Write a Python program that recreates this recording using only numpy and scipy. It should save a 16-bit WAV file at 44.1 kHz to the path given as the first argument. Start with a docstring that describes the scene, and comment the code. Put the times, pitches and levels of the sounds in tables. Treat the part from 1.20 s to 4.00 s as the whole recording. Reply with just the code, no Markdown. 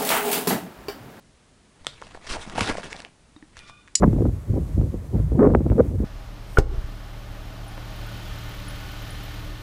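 """In a quiet small room, a plastic sleeve page full of cards is turned in a ring binder close to the microphone.
The page ticks on a ring (damped modes), slides (noise grains), crinkles and pops (short decaying sines)
and pushes air at the microphone (low noise). Two light taps, a brief brush and a faint squeak on a ring
(wavering resonances) follow, then a sharp, chattering click (bright modes and grit)."""
import sys
import numpy as np
from scipy import signal
from scipy.fft import rfft, irfft
from scipy.io import wavfile

SR = 44100
rng = np.random.default_rng(int(sys.argv[2]) if len(sys.argv) > 2 else 0)


def put_to_file(sound):
    """Save the sound as 16-bit audio at rate SR, in the file named by the first command-line argument."""
    columns = np.atleast_2d(sound).T  # one column per channel
    safe = np.clip(columns, -1, 1)
    whole_steps = np.round(safe * 32767)
    wavfile.write(sys.argv[1], SR, whole_steps.astype(np.int16))


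N = 123479


def undb(db):
    """Decibels to gain."""
    return 10 ** (np.asarray(db) / 20)


def colour(x, points):
    """Shape a spectrum by (frequency [Hz], level [dB]) points, then scale to a standard deviation of 1."""
    hz, db = np.array(points).T
    bins_hz = np.maximum(np.arange(N // 2 + 1) * SR / N, 1)
    gain = undb(np.interp(np.log(bins_hz), np.log(hz), db))
    shaped = irfft(rfft(x) * gain, N)
    return shaped / np.std(shaped)


def noise(points):
    """Coloured Gaussian noise with a standard deviation of 1."""
    return colour(rng.standard_normal(N), points)


def curve(rows, axis=1):
    """Gain over time from one dB column of a table, silent outside it."""
    rows, t = np.array(rows), np.arange(N) / SR
    gain = undb(np.interp(t, rows[:, 0], rows[:, axis]))
    return gain * (t > rows[0, 0]) * (t < rows[-1, 0])


def add(out, start_s, sound):
    """Mix a sound in at a time."""
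    i = int(start_s * SR)
    out[i:i + len(sound)] += sound[:N - i]


def decay_60db(t, t60):
    """Exponential decay by 60 dB in t60, in the unit of t."""
    return np.exp(-np.log(1000) * t / t60)


def fade(time_constant_s):
    """A short exponential decay."""
    return np.exp(-np.arange(SR // 6) / SR / time_constant_s)


def ring(modes):
    """Damped sines of a struck object."""
    t = np.arange(SR // 6) / SR
    return sum(undb(db) * np.sin(2 * np.pi * hz * t) * decay_60db(t, t60_s) for hz, db, t60_s in modes)


def highpass(x, hz):
    """Thin out the bass."""
    return signal.sosfilt(signal.butter(2, hz, "high", fs=SR, output="sos"), x)


def wander(points_per_s):
    """Random motion with a spread near 1: straight lines between Gaussian points."""
    steps = np.arange(N) / SR * points_per_s
    return 1.2 * np.interp(steps, np.arange(SR // 50), rng.standard_normal(SR // 50))


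ROOM_T60_S, ROOM_ONSET_S = 0.22, 0.0012


def in_room(x, room_db):
    """Add the diffuse tail of a small room: decaying noise with a soft onset."""
    t = np.arange(SR // 2) / SR
    onset = 1 - np.exp(-(t / ROOM_ONSET_S) ** 2)
    tail = rng.standard_normal(len(t)) * decay_60db(t, ROOM_T60_S) * onset
    return x + undb(room_db) * signal.fftconvolve(x, tail / np.linalg.norm(tail))[:N]


# Room tone spectrum: (frequency [Hz], relative density [dB])
ROOM_TONE_COLOUR = [(15, -36), (25, 1.5), (240, -4.5), (394, -11), (1030, -16.5), (5160, -23.5),
                    (9890, -25), (12500, -45.5)]
ROOM_TONE_DB = -57


def room_tone():
    """Steady coloured noise of the quiet room."""
    return undb(ROOM_TONE_DB) * noise(ROOM_TONE_COLOUR)


# Air pushed at the microphone: (time [s], level [dB])
AIR_LEVEL = [(.6, -56.5), (.96, -51), (1.04, -60), (1.11, -32), (1.26, -47), (1.36, -41), (1.415, -28),
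             (1.45, -42), (1.51, -34.5), (1.6, -51), (1.74, -47), (1.9, -66), (2.34, -58.5), (2.38, -41.5),
             (2.46, -66.5), (2.515, -46), (2.57, -59)]
# Air spectrum: (frequency [Hz], relative level [dB])
AIR_COLOUR = [(8, 6.5), (25, 1.5), (60, -2.5), (120, -6.5), (220, -32), (500, -48)]


def pushed_air():
    """The page pushes air at the microphone: low noise that swells and sinks."""
    return noise(AIR_COLOUR) * curve(AIR_LEVEL)


# Resonances of the rubbed ring: (frequency [Hz], width [Hz], relative level [dB])
SQUEAK_MODES = [(1182, 45, -2.5), (1443, 70, -3.5), (2435, 71, 3), (2934, 51, -9), (3560, 99, -3)]
SQUEAK_START_S, SQUEAK_END_S, SQUEAK_ATTACK_S, SQUEAK_RELEASE_S = 2.38, 2.728, 0.023, 0.19
SQUEAK_DB, SQUEAK_WAVER_RATIO, SQUEAK_WAVER_PER_S = -59.5, 0.00813, 11


def squeak():
    """A sleeve hole rubs along a metal ring, which sings faintly in narrow, wavering resonances."""
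    t = np.arange(N) / SR
    attack = np.clip((t - SQUEAK_START_S) / SQUEAK_ATTACK_S, 0, 1)
    release = np.clip((SQUEAK_END_S - t) / SQUEAK_RELEASE_S, 0, 1)
    out = np.zeros(N)
    for hz, width_hz, db in SQUEAK_MODES:
        pitch_hz = hz * (1 + SQUEAK_WAVER_RATIO * wander(SQUEAK_WAVER_PER_S))
        phase = 2 * np.pi * np.cumsum(pitch_hz) / SR
        # random motion of both quadratures widens the line into a band
        out += undb(db) * (wander(2 * width_hz) * np.sin(phase) + wander(2 * width_hz) * np.cos(phase))
    return undb(SQUEAK_DB) * attack * release * out


# Light taps on the binder: (time [s], level [dB], weight of each mode [dB])
TAPS = [(2.1639, -41.5, (1, 2.5, -9, -3.5)), (2.226, -39.5, (0.5, -6, 0, -23))]
# Binder modes: (frequency [Hz], relative level [dB], t60 [s])
TAP_MODES = [(305, 1.5, 0.072), (1140, 2, 0.0051), (1840, 1, 0.012), (3740, -1, 0.033)]


def taps():
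    """Light taps on the binder; the spot that is touched weights its modes."""
    out = np.zeros(N)
    for start_s, db, weights_db in TAPS:
        modes = [(hz, mode_db + w, t60_s) for (hz, mode_db, t60_s), w in zip(TAP_MODES, weights_db)]
        add(out, start_s, undb(db) * ring(modes))
    return out


# Sleeve ticking on a ring: (frequency [Hz], level re TICK_DB [dB], t60 [s])
TICK_MODES = [(603, -15.5, 0.012), (1100, -14.5, .0056), (1335, -6, 0.012), (1415, -36, 0.18),
              (1850, -10, 0.011), (3620, 0.5, 0.0095), (5940, -7, 0.004)]
# Cover hum under the knock: (frequency [Hz], level [dB], t60 [s])
COVER_MODE = [(138.7, -44, .3)]
# Spectrum of cracks and snaps: (frequency [Hz], relative level [dB])
SNAP_COLOUR = [(200, -8), (1000, -1.5), (3000, 4), (7000, -5.5), (10000, -10.5), (12000, -46)]
TICK_START_S, TICK_DB, TICK_LOW_HZ = .668, -15.5, 300
CRACK_DB, CRACK_DECAY_S = -15.5, 0.00075
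SHIVER_DB, SHIVER_DECAY_S, SHIVER_HZ = -42.5, 0.039, 3900


def ring_tick():
    """The lifted page knocks on a binder ring: crack, damped modes, shivering film and humming cover."""
    modes, crack, shiver, cover = np.zeros((4, N))
    add(modes, TICK_START_S, undb(TICK_DB) * ring(TICK_MODES))
    add(crack, TICK_START_S, undb(CRACK_DB) * fade(CRACK_DECAY_S))
    add(shiver, TICK_START_S, undb(SHIVER_DB) * fade(SHIVER_DECAY_S))
    add(cover, TICK_START_S, ring(COVER_MODE))
    film = shiver * noise([(SHIVER_HZ / 2, -22), (SHIVER_HZ, 0), (SHIVER_HZ * 2, -26)])
    return highpass(modes + crack * noise(SNAP_COLOUR) + film, TICK_LOW_HZ) + cover


# Contacts of the click: (time [s], level re CLICK_DB [dB])
CLICK_CONTACTS = [(2.753, -3), (2.7535, -2), (2.7547, 2.5), (2.7557, 2.5), (2.757, -7.5), (2.759, -5.5),
                  (2.7626, -17)]
# Hard plastic modes: (frequency [Hz], relative level [dB], t60 [s])
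CLICK_MODES = [(2070, -21, 0.012), (2990, -28, 0.031), (4040, -14.5, 0.018), (4900, -6, 0.013),
               (5010, -28.5, 0.15), (5740, -2.5, 0.009), (6980, 1, .01), (7370, -27, 0.098),
               (7590, -1.5, 0.012), (9500, -8.5, .006), (10140, -13.5, 0.011)]
CLICK_DB, CLICK_LOW_HZ, CLICK_DETUNE_RATIO = -9, 1360, 0.0034
GRIT_DB, GRIT_DECAY_S = -22, 0.00073  # level re each contact


def sharp_click():
    """Hard plastic snaps: a quick run of gritty contacts rings slightly detuned bright modes."""
    out, grit = np.zeros((2, N))
    chances = rng.standard_normal((len(CLICK_CONTACTS), len(CLICK_MODES)))
    for (start_s, db), chance in zip(CLICK_CONTACTS, chances):
        for (hz, mode_db, t60_s), c in zip(CLICK_MODES, chance):
            mode = ring([(hz * (1 + CLICK_DETUNE_RATIO * c), mode_db, t60_s)])
            add(out, start_s, undb(db) * np.sign(c) * mode)
        add(grit, start_s, undb(db + GRIT_DB) * fade(GRIT_DECAY_S))
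    grit_noise = noise([(500, -13), (2000, -23), (6500, 15), (10000, -1), (12000, -27)])
    click = undb(CLICK_DB) * (out + grit * grit_noise)
    return highpass(highpass(click, CLICK_LOW_HZ), CLICK_LOW_HZ)


FLEX_DB, FLEX_PER_S, FLEX_OCTAVES = 3, 45, 0.3006  # dB per unit of wander; rate; band spacing


def flex(x):
    """The bending film strengthens and weakens overlapping neighbouring bands, each on its own."""
    octave = np.log2(np.clip(np.arange(N // 2 + 1) * SR / N, 200, 12000) / 200)
    spectrum, out = rfft(x), np.zeros(N)
    for k in range(int(octave[-1] / FLEX_OCTAVES) + 2):
        band_gain = np.maximum(1 - abs(octave / FLEX_OCTAVES - k), 0)
        band = irfft(spectrum * band_gain, N)
        out += band * undb(FLEX_DB * np.minimum(wander(FLEX_PER_S), 2))
    return out * np.std(x) / np.std(out)


# Sliding sleeve: (time [s], body level [dB], treble level [dB])
TURN = [(.55, -61.5, -66), (.76, -64, -56.5), (.81, -58, -55.5), (.88, -55, -57), (.96, -51.5, -55),
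        (1.0, -60.5, -66.5), (1.05, -49.5, -45), (1.10, -39.5, -36.5), (1.14, -37.5, -37),
        (1.175, -43, -52.5), (1.22, -46.5, -45), (1.27, -42, -49.5), (1.31, -39, -44), (1.345, -37, -47),
        (1.385, -28, -31.5), (1.402, -33, -34), (1.413, -23.5, -35.5), (1.435, -39, -33),
        (1.485, -34, -37.5), (1.505, -26, -36.5), (1.54, -39, -48.5), (1.61, -43, -47), (1.645, -39.5, -40),
        (1.69, -48, -50), (1.715, -46, -39.5), (1.75, -42, -54), (1.78, -51, -46.5), (1.84, -47, -59),
        (1.89, -62, -68)]
# Settled page brushed twice: (time [s], body level [dB], treble level [dB])
BRUSH = [(2.33, -69, -69), (2.375, -58, -48.5), (2.41, -58, -56.5), (2.46, -57.5, -59.5),
         (2.498, -60, -48.5), (2.52, -61, -66)]
# Sleeve body spectrum: (frequency [Hz], relative level [dB])
BODY_COLOUR = [(70, -4), (160, 4), (450, 1), (900, -0.5), (1400, -3), (2200, -12), (4000, -60)]
# Sleeve treble spectrum: (frequency [Hz], relative level [dB])
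TREBLE_COLOUR = [(700, -13.5), (1500, 2.5), (2500, 2), (4000, -1.5), (6500, -6.5), (10000, -11),
                 (11000, -26), (12300, -24)]
GRAINS_PER_S, GRAIN_SCATTER_DB, GRAIN_DECAY_S = 1300, 1.5, 0.00092  # scatter per unit of exponential draw
SMOOTH_SHARE = 1  # constant grip against grains of unit spread
CATCHES_PER_S, CATCH_DB = 70, 3  # dB per unit of catching


def rustle():
    """Dense stick-slip grains excite the body and treble of the sleeve, which catches and lets go."""
    size_db = GRAIN_SCATTER_DB * np.minimum(rng.exponential(size=N), np.pi)
    slips = (rng.random(N) < GRAINS_PER_S / SR) * undb(size_db)
    grains = signal.fftconvolve(slips, fade(GRAIN_DECAY_S))[:N]
    steps = np.arange(N) / SR * CATCHES_PER_S
    catching = np.interp(steps, np.arange(N), rng.uniform(-1.4, 1.5, N))
    grip = (SMOOTH_SHARE + grains / np.std(grains)) * undb(CATCH_DB * catching)
    body = colour(grip * rng.standard_normal(N), BODY_COLOUR)
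    treble = colour(grip * rng.standard_normal(N), TREBLE_COLOUR)
    body *= curve(TURN) + curve(BRUSH)
    treble *= curve(TURN, axis=2) + curve(BRUSH, axis=2)
    return flex(body + treble)


POP_RISE_CYCLES, POP_T60_CYCLES = 0.41, 7.47


def pop(hz):
    """A patch of film swings up and dies away within a few cycles."""
    cycles = np.arange(SR // 12) / SR * hz
    rise = 1 - np.exp(-cycles / POP_RISE_CYCLES)
    return np.sin(2 * np.pi * cycles) * rise * decay_60db(cycles, POP_T60_CYCLES)


CRINKLES_PER_S, CRINKLE_LOW_HZ = 190, 210
CRINKLE_DB, CRINKLE_SCATTER_DB = 5, 3  # re TURN treble; per unit of exponential draw
CRINKLE_HZ, CRINKLE_OCTAVES = 1670, 1.92  # centre pitch; range each way


def crinkles():
    """Small creases pop at random times and pitches, following the treble level of the turn."""
    out, bend = np.zeros(N), curve(TURN, axis=2)
    for when, size, pitch, side in rng.random((int(CRINKLES_PER_S * N / SR), 4)):
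        hz = CRINKLE_HZ * 2 ** (CRINKLE_OCTAVES * (2 * pitch - 1))
        size_db = CRINKLE_DB + CRINKLE_SCATTER_DB * min(-np.log(1 - size), 2)
        gain = bend[int(when * N)] * undb(size_db)
        add(out, when * N / SR, np.sign(side - .5) * gain * pop(hz))
    return highpass(out, CRINKLE_LOW_HZ)


# Buckling creases: (time [s], pitch [Hz], pop level re POP_DB [dB], bright snap level [dB])
CREASES = [(.647, 940, -35.5, -40), (.817, 517, -30, -36.5), (.823, 1030, -23.5, -44),
           (.869, 625, -35.5, -41), (.947, 394, -32.5, -44), (.948, 1610, -30, -55),
           (.952, 706, -29.5, -54), (.974, 700, -31.5, -52), (1.109, 2600, -36, -29.5),
           (1.139, 1520, -22, -35), (1.167, 780, -21.5, -50), (1.251, 970, -30.5, -48),
           (1.298, 1710, -28, -32), (1.382, 800, -10.5, -36), (1.4075, 1410, -9, -16.5),
           (1.409, 2260, -14, -15), (1.412, 270, -17.5, -24), (1.4153, 99, -18.5, -21),
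           (1.4762, 1480, -11, -24), (1.4905, 460, -19.5, -25), (1.496, 286, -17.5, -22.5),
           (1.4997, 480, -23, -29), (1.553, 740, -19, -47), (1.571, 1980, -18, -29.5),
           (1.5828, 575, -13.5, -36), (1.632, 1720, -24.5, -35.5), (1.637, 1800, -22.5, -36),
           (1.729, 2340, -18, -24.5), (1.765, 4140, -24, -39), (1.803, 1620, -25.5, -32),
           (1.82, 4030, -44, -33), (1.849, 2860, -20, -47), (2.369, 1230, -43, -35),
           (2.391, 2000, -46, -34.5), (2.497, 1140, -30.5, -40.5), (2.6766, 1900, -38, -48),
           (2.682, 1960, -37, -45)]
POP_DB, PARTIAL_DB, SNAP_DECAY_S = 3, -9.5, 0.001  # partials re main pitch
PARTIAL_SPREAD = 0.6  # largest log pitch ratio


def creases():
    """Each crease snaps through and rings a patch of film: one main pitch and two scattered partials."""
    pops, snaps = np.zeros((2, N))
    chances = rng.standard_normal((len(CREASES), 2))
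    for (start_s, hz, pop_db, snap_db), chance in zip(CREASES, chances):
        partials = sum(np.sign(c) * pop(hz * np.exp(PARTIAL_SPREAD * np.tanh(c))) for c in chance)
        add(pops, start_s, undb(pop_db + POP_DB) * (pop(hz) + undb(PARTIAL_DB) * partials))
        add(snaps, start_s, undb(snap_db) * fade(SNAP_DECAY_S))
    return pops + snaps * noise(SNAP_COLOUR)


PAGE_ROOM_DB, TICK_ROOM_DB, CLICK_ROOM_DB = -12, -12.5, -15.5


def scene():
    """Page, air, tick and click over the tone of the room."""
    page = in_room(squeak() + taps() + rustle() + crinkles() + creases(), PAGE_ROOM_DB)
    tick = in_room(ring_tick(), TICK_ROOM_DB)
    click = in_room(sharp_click(), CLICK_ROOM_DB)
    return (room_tone() + pushed_air() + tick + click + page)[None]


OVERLOAD = 0.83  # level at which the microphone rounds off
ROLLOFF_HZ, TOP_HZ = 10800, 12200


def record(dry):
    """The microphone rounds the loudest peaks and falls off in the top treble; the top is cut."""
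    rounded = OVERLOAD * np.tanh(dry / OVERLOAD)
    soft = signal.sosfilt(signal.butter(8, ROLLOFF_HZ, fs=SR, output="sos"), rounded)
    return signal.sosfilt(signal.ellip(8, .2, 70, TOP_HZ, fs=SR, output="sos"), soft)


dry = scene()
out = record(dry)
put_to_file(out)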